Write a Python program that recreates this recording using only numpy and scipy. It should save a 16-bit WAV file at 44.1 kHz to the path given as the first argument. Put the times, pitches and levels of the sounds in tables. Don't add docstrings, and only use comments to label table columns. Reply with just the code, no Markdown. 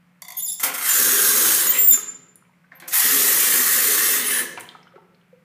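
import sys
import numpy as np
from scipy import signal
from scipy.fft import rfft, irfft
from scipy.io import wavfile
from scipy.ndimage import uniform_filter1d

SR = 44100
rng = np.random.default_rng(int(sys.argv[2]) if len(sys.argv) > 2 else 0)


def output_pcm(signal):
    pcm = np.clip(np.atleast_2d(signal).T, -1, 1) * 32767
    wavfile.write(sys.argv[1], SR, np.round(pcm).astype(np.int16))


N = 239897
T = np.arange(N) / SR

# (splash level [dB], splash resonance at full flow [Hz],
# in a thin stream [Hz], gurgle start [s], start of its ebb [s], gurgle level [dB])
RUNS = [(-26, 1485, 2030, 0.935, 1.725, -33.5), (-25.5, 1816, 1940, 3.03, 4.4, -34.5)]
# (time [s], level [dB])
FLOW = [
    [(0.78, -34), (0.798, -35.5), (0.89, -21.5), (1.536, -20), (1.676, -24.5), (1.694, -31.5), (1.78, -28),
     (1.88, -54), (1.89, -45.5)],
    [(2.91, -48), (2.94, -21.5), (2.972, -19.5), (4.166, -22), (4.234, -31.5), (4.252, -28), (4.398, -26.5),
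     (4.484, -50), (4.54, -55)],
]
# (time [s], hiss level [dB], splash level [dB], splash resonance [Hz])
SPURTS = [(0.598, -25, -36, 1950), (0.63, -13.5, -25, 2100), (0.737, -23, -33.5, 1805),
          (1.927, -21.5, -36.5, 1660), (2.797, -49, -47.5, 1960), (2.876, -27, -41, 1810),
          (4.593, -41, -54, 1670)]
# (frequency [Hz], relative level [dB per Hz])
HISS = [(300, -62), (1200, -36.5), (2400, -11.5), (3300, -7.5), (4500, -7), (6500, -1), (9000, 0.5),
        (11000, 2), (13000, 3.5), (15300, 0.5)]


def stream():
    # (frequency [Hz], relative level [dB per Hz])
    splash_spectrum = [(120, -55.5), (350, -49), (550, -22.5), (680, -9.5), (900, -5.5), (1150, -0.5),
                       (1600, -2), (2050, -0.5), (2350, -4), (3200, -0.5), (4300, -5.5), (8000, -23.5),
                       (15000, -13.5)]
    full_db, hiss_gain_db = -19, 5.5
    thin_db, dribble_db_per_s = -9, 63
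    spurt_rise_s, spurt_hiss_db_per_s, spurt_splash_db_per_s = .006, 280, 149.5

    bubbles = impacts(per_s=9700, spread_db=-0.5)
    fizz = colour(bubbles + 0.86 * rng.standard_normal(N), HISS)
    fizz = fizz * amp(1.0 * wander(60))
    droplets = impacts(per_s=1800, spread_db=2)
    spatter = colour(droplets, splash_spectrum) * amp(0.28 * wander(28))
    flow_db = np.interp(T, *np.concatenate(FLOW).T) - full_db

    out = np.zeros(N)
    for rows, (splash_db, full_hz, thin_hz, *_) in zip(FLOW, RUNS):
        s, hiss_db = np.transpose(rows)
        landing = swell(s[0], s[-1], .015, dribble_db_per_s)
        landing = landing / np.hypot(1, amp(thin_db - flow_db))
        pocket_hz = np.interp(flow_db, [thin_db, 0], [thin_hz, full_hz])
        out += amp(hiss_gain_db) * level(s, hiss_db) * fizz
        out += amp(splash_db) * landing * splash(spatter, pocket_hz)
    for s, hiss_db, splash_db, hz in SPURTS:
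        peak_s = s + spurt_rise_s
        out += amp(hiss_db) * swell(s, peak_s, spurt_rise_s, spurt_hiss_db_per_s) * fizz
        spit = swell(s, peak_s, spurt_rise_s, spurt_splash_db_per_s)
        out += amp(splash_db) * spit * splash(spatter, hz)
    depth_db = np.interp(flow_db, [-9, -1], [2.8, 1.1])
    return bubble_cloud(out, depth_db, patch_db=2.1)


def splash(spatter, hz):
    pocket = unit(resonate(spatter, hz, 280))
    return amp(-4.5) * spatter + amp(-6) * pocket


def bubble_cloud(x, depth_db, patch_db):
    hz, t, z = signal.stft(x, SR, nperseg=1024, noverlap=768)
    slow, quick = uniform_filter1d(rng.standard_normal((2, *z.shape)), size=4, axis=1)
    slow = unit(uniform_filter1d(slow, size=90, axis=1))
    quick = unit(uniform_filter1d(quick, size=7, axis=1))
    gain = amp(np.interp(t, T, depth_db) * slow + patch_db * quick)
    gain /= np.sqrt(np.mean(gain ** 2, axis=0))
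    return signal.istft(z * gain, SR, nperseg=1024, noverlap=768)[1][:N]


def hissing_notes():
    # (start [s], end [s], pitch [Hz], filter width [Hz], level [dB])
    brief_notes = [(0.871, 1.02, 7160, 49, -24), (0.833, 1.67, 6600, 600, -28.5),
                   (1.482, 1.661, 14500, 400, -29), (1.735, 1.8, 2400, 1300, -30),
                   (2.748, 2.785, 12600, 900, -51), (3.237, 3.35, 11900, 200, -26),
                   (4.217, 4.419, 3030, 290, -36.5), (4.23, 4.434, 9900, 450, -25.5),
                   (4.3, 4.439, 1735, 134, -28), (4.32, 4.58, 6050, 120, -53)]
    out = np.zeros(N)
    for start, end, hz, width, db in brief_notes:
        add(out, start, amp(db) * noise_note(end - start, hz, width))
    return out


def gurgle():
    # (frequency [Hz], filter width [Hz], relative level [dB])
    pipe_modes = [(173.7, 37, -7.5), (251.7, 53, 0), (339.7, 71, 4), (396.6, 33, -2), (419, 37, 1.5),
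                  (499, 85, 0.5)]
    # (time [s], pitch [Hz], level [dB])
    hollow_notes = [(0.66, 270, -53), (1.116, 397.5, -35), (1.881, 259, -45.5), (2.81, 336, -53),
                    (3.09, 272, -39), (3.18, 394.3, -36.5), (4.56, 115, -60.5)]
    rise_s, ebb_db_per_s = 0.021, 69

    gulps = impacts(per_s=420, spread_db=2.5)
    pipe = sum(amp(db + 2 * wander(5.0)) * band(gulps, hz, width) for hz, width, db in pipe_modes)
    fill = sum(amp(db) * swell(start, ebb, rise_s, ebb_db_per_s) for *_, start, ebb, db in RUNS)
    trickle = sum(amp(db - 21) * swell(s, s + rise_s, rise_s, ebb_db_per_s) for s, _, db, _ in SPURTS)
    out = amp(-4.0) * unit(pipe) * np.hypot(fill, trickle)
    for s, hz, db in hollow_notes:
        add(out, s, amp(db) * noise_note(length=.1, hz=hz, width=19))
    return out


def noise_note(length, hz, width):
    tone = band(rng.standard_normal(SR), hz, width)[-round(length * SR):]
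    return unit(tone) * signal.windows.tukey(len(tone), .4)


def squeal():
    # (start [s], end [s], start pitch [Hz], end pitch [Hz], pitch arch [Hz],
    # level before the overall gain [dB], octave above that level [dB], half-pitch lines above it [dB])
    squeaks = [(0.366, 0.39, 6530, 6740, -20.5, -35, 12, 0.5), (0.387, 0.409, 6780, 7190, -11, -35, 2, 8.5),
               (0.419, 0.46, 7020, 6840, 300.5, -26.5, 1.5, -30),
               (0.458, 0.48, 5500, 4770, 3, -37.5, 10, -27),
               (0.477, 0.506, 7630, 7460, -300, -26.5, -4, 1.5),
               (0.514, 0.526, 4820, 5420, 1, -34, 12, -29.5), (0.524, 0.543, 6540, 7400, 200, -31.5, 2, -6),
               (0.576, 0.59, 7200, 7200, -0.5, -38, -15.5, -15),
               (1.664, 1.685, 6880, 6970, -150, -19.5, 0, -16.5),
               (1.688, 1.715, 7300, 7260, 27.5, -28, 17, -16),
               (1.727, 1.776, 7280, 7390, 104, -23, -5, -13.5),
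               (1.782, 1.863, 7320, 7360, -0.5, -21.5, 10.5, -21.5),
               (1.869, 1.908, 7350, 7300, 3, -23, 16.5, -21), (1.904, 1.917, 7270, 7230, 1, -19, 10.5, 0),
               (1.918, 1.944, 7170, 7150, 0.5, -9, -13.5, -16)]
    # (frequency [Hz], relative level [dB per Hz])
    rasp_spectrum = [(500, -49.5), (2500, -22.5), (4500, -6), (7000, 0), (15000, -1)]
    rise_s, squeak_db_per_s = .007, 1500.5

    jitter = 1 + 0.0023 * wander(300)
    slip = .5 * wander(600)
    grip = amp(1.0 * wander(150))
    grit = colour(rng.standard_normal(N), rasp_spectrum)
    stem = amp(-13) * band(rng.standard_normal(N), 3500, 100)
    out = np.zeros(N)
    for start, end, start_hz, end_hz, arch_hz, db, octave_db, half_db in squeaks:
        along = np.clip((T - start) / (end - start), 0, 1)
        hz = start_hz + (end_hz - start_hz) * along + arch_hz * np.sin(np.pi * along)
        phase = 2 * np.pi * np.cumsum(hz * jitter) / SR
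        half = phase / 2 + slip
        clean = grip * (np.sin(phase) + amp(octave_db) * np.sin(2 * phase))
        rough = np.sin(half + phase) + amp(-13) * np.sin(half) + amp(-14.5) * grit
        squeak = clean + amp(half_db) * rough
        out += amp(db) * swell(start, end, rise_s, squeak_db_per_s) * squeak
        rubbing = stem + amp(-7.5) * grit
        out += amp(-44) * swell(start, end, rise_s, fall_db_per_s=259) * rubbing
    return amp(0.5) * out


def singing():
    modes_hz = [7187, 6690]
    modes_db, start_s, t60_s = (-25.5, -24.5), 1.93, 0.44
    out = np.zeros(N)
    for hz, db in zip(modes_hz, modes_db):
        add(out, start_s, amp(db) * ring(hz, t60_s) * (1 - dying(.06)))
    return out


def knocks():
    # (time [s], level [dB])
    handle_knocks = [(0.22, -27.5), (0.25, -37.5), (0.283, -28.5), (0.304, -30.5), (0.321, -32),
                     (0.35, -38.5), (0.597, -27), (0.632, -23), (2.8, -39)]
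    # (frequency [Hz], relative level [dB], time to fall 60 dB [s])
    metal_modes = [(736, -17, 0.5), (1005, -8.5, 0.17), (2055, 6.5, 0.03), (3500, -13.5, 0.48),
                   (4540, -3, 0.045), (5840, -3, 0.032), (6480, -1.5, 0.043), (7150, -13.5, 0.17),
                   (10790, -10, .1), (13300, -14, .08)]
    out = np.zeros(N)
    for s, db in handle_knocks:
        rattle = rng.standard_normal(SR)
        modes = np.zeros(SR)
        for hz, mode_db, t60 in metal_modes:
            modes += amp(mode_db) * band(rattle, hz, 120 + 0.024 * hz) * dying(t60)
        tick = colour(rng.standard_normal(N), HISS)[:SR] * dying(0.024)
        add(out, s, amp(db) * (amp(-8) * modes + amp(1.0) * tick))
    return out


def slaps():
    # (time [s], level [dB], time to fall 60 dB [s])
    blows = [(0.597, -43, 0.54), (0.632, -27, 0.57), (0.795, -40, 0.064), (1.975, -35.5, 0.065),
             (2.716, -50.5, 0.78), (2.822, -42, 0.53), (4.575, -29, 0.095), (4.956, -51.5, 0.1)]
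    # (frequency [Hz], filter width [Hz], relative level [dB])
    basin_modes = [(280, 45, -3), (526.4, 9.2, 2.5), (790, 420, 6), (1030, 240, 4.5), (1430, 880, 11.5),
                   (2060, 380, 7), (3220, 1700, -8.5)]
    rumble_cut = signal.butter(2, 200, "high", fs=SR, output="sos")
    out = np.zeros(N)
    for s, db, t60 in blows:
        blow = signal.sosfilt(rumble_cut, rng.standard_normal(SR))
        hollow = unit(sum(amp(mode_db) * band(blow, hz, width) for hz, width, mode_db in basin_modes))
        add(out, s, amp(db) * hollow * dying(t60))
    return out


def ticks_and_drops(count=8):
    # (time [s], starting pitch [Hz], level [dB], time for the note to fall 60 dB [s])
    clear_ticks_and_drops = [(1.815, 8400, -10, .012), (1.845, 8000, -11.5, .013), (1.86, 8230, -16, 0.017),
                             (1.943, 1580, -23, 0.037), (1.975, 1310, -22, .044),
                             (1.975, 378, -27.5, 0.056), (2.357, 10330, -30.5, 0.015),
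                             (2.423, 1250, -37.5, .02), (2.494, 898, -43, 0.022),
                             (2.642, 1490, -37.5, .038), (2.719, 1790, -30.5, 0.034),
                             (4.574, 910, -21.5, 0.017), (4.575, 2420, -22, 0.017),
                             (4.607, 8850, -21.5, .007), (4.608, 3070, -32, .02), (4.653, 3000, -36, 0.034),
                             (4.689, 3500, -22.5, 0.0042), (4.749, 1273, -30.5, .05),
                             (4.752, 885, -24.5, .02), (4.83, 5260, -44.5, 0.024), (4.87, 1410, -36, 0.03),
                             (4.937, 538, -38, 0.14), (4.923, 1320, -36, .03), (4.96, 1314, -32, 0.071),
                             (4.96, 385, -27.5, 0.036), (4.979, 871, -29, 0.046), (5.146, 3890, -45, 0.011),
                             (5.328, 500, -35.5, 0.1)]
    low_hz, high_hz = 1150, 3170
    drip_db, drip_for_s, drip_db_per_s = -41, 0.72, 14.5
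    out = np.zeros(N)
    for s, hz, db, t60 in clear_ticks_and_drops:
        add(out, s, amp(db) * tick_and_note(hz, t60))
    for rows in FLOW:
        for when, size in rng.random((count, 2)):
            wait = drip_for_s * when ** 2
            hz = low_hz * (high_hz / low_hz) ** size
            drip = tick_and_note(hz, t60=.03)
            add(out, rows[-1][0] + wait, amp(drip_db - drip_db_per_s * wait) * drip)
    return out


def tick_and_note(hz, t60):
    tick = band(rng.standard_normal(SR), hz, min(0.25 * hz, 2200)) * dying(0.022)
    note = ring(hz, t60, rise=0.081)
    return (amp(-5.5) * note + amp(-7.5) * tick) * (1 - dying(7 / hz))


def fan():
    # (frequency [Hz], relative level [dB per Hz])
    air_spectrum = [(20, -57), (50, -30), (85, -29), (115, -17), (160, -8.5), (230, -17), (380, -33.5),
                    (520, -24), (680, -29.5), (1400, -26), (2300, -27.5), (3500, -39), (6000, -45),
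                    (15000, -46.5)]
    hum_hz, hum_db, air_db = 177.5, -63.5, -61.5
    hum = np.sqrt(2) * np.sin(2 * np.pi * hum_hz * T + 0.13 * wander(2.8))
    hum = hum * amp(1.53 * wander(3))
    air = colour(rng.standard_normal(N), air_spectrum)
    return amp(hum_db) * hum + amp(air_db) * air


def room(x, wet_db, first_s):
    # (frequency [Hz], time to fall 60 dB [s])
    tile_decay = [(150, 0.79), (500, 0.99), (1200, 0.73), (3000, 0.62), (7000, 0.56), (11000, 0.29),
                  (15000, 0.21)]
    taps = rng.choice([-1., 1.], SR) * (rng.random(SR) < 3000 / SR) * (T[:SR] > first_s)
    hz, t, z = signal.stft(taps, SR, nperseg=256)
    fade = np.exp(-np.log(1000) * t / read(tile_decay, hz)[:, None])
    tail = signal.istft(z * fade, SR, nperseg=256)[1]
    wet = signal.fftconvolve(x, tail / np.linalg.norm(tail))[:N]
    return (x + amp(wet_db) * wet) / np.hypot(1, amp(wet_db))


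def amp(db):
    return 10 ** (np.asarray(db) / 20)


def unit(x):
    return x / np.sqrt(np.mean(x ** 2) + 1e-20)


def read(points, hz):
    f, value = np.transpose(points)
    return np.interp(np.log(hz + 1), np.log(f + 1), value)


def colour(x, points):
    gain = amp(read(points, np.fft.rfftfreq(N, 1 / SR)))
    return unit(irfft(rfft(x) * gain, N))


def level(s, db):
    return amp(np.interp(T, s, db, left=-np.inf, right=-np.inf))


def wander(hz):
    slowness = 1 + (np.fft.rfftfreq(N, 1 / SR) / hz) ** 4
    return unit(irfft(rfft(rng.standard_normal(N)) / slowness, N))


def swell(start, end, rise_s, fall_db_per_s):
    return np.clip((T - start) / rise_s, 0, 1) * amp(-fall_db_per_s * np.maximum(T - end, 0))


def add(mix, s, sound):
    part = mix[round(s * SR):][:len(sound)]
    part += sound[:len(part)]


def resonate(x, hz, width):
    turn = np.exp(2j * np.pi * np.cumsum(hz * np.ones(len(x))) / SR)
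    r = np.exp(-np.pi * width / SR)
    smooth = signal.lfilter([1 - r], [1, -r], x / turn + 1e-18)
    return 2 * (turn * smooth).real


def band(x, hz, width):
    return unit(resonate(resonate(x, hz, width), hz, width))


def dying(t60):
    return np.exp(-np.log(1000) * T[:SR] / t60)


def ring(hz, t60, rise=0):
    pitch = hz * (1 + rise * np.minimum(T[:SR] / t60, 1))
    return np.sin(2 * np.pi * np.cumsum(pitch) / SR) * dying(t60)


def impacts(per_s, spread_db):
    size = amp(spread_db * np.minimum(rng.exponential(1, N), 4))
    happens = rng.random(N) < per_s / SR
    return unit(size * rng.choice([-1, 1], N) * happens)


def scene():
    water = stream() + hissing_notes() + gurgle() + slaps() + ticks_and_drops()
    water = room(water, wet_db=-7.5, first_s=0.003)
    tap = room(knocks() + squeal(), wet_db=-6.5, first_s=0.0033)
    return np.tile(water + tap + singing() + fan(), (2, 1))


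def record(dry):
    lowpass = signal.firwin(401, 15400, window=("kaiser", 9), fs=SR)
    return signal.oaconvolve(dry, lowpass[None], "same")


dry = scene()
out = record(dry)
output_pcm(out)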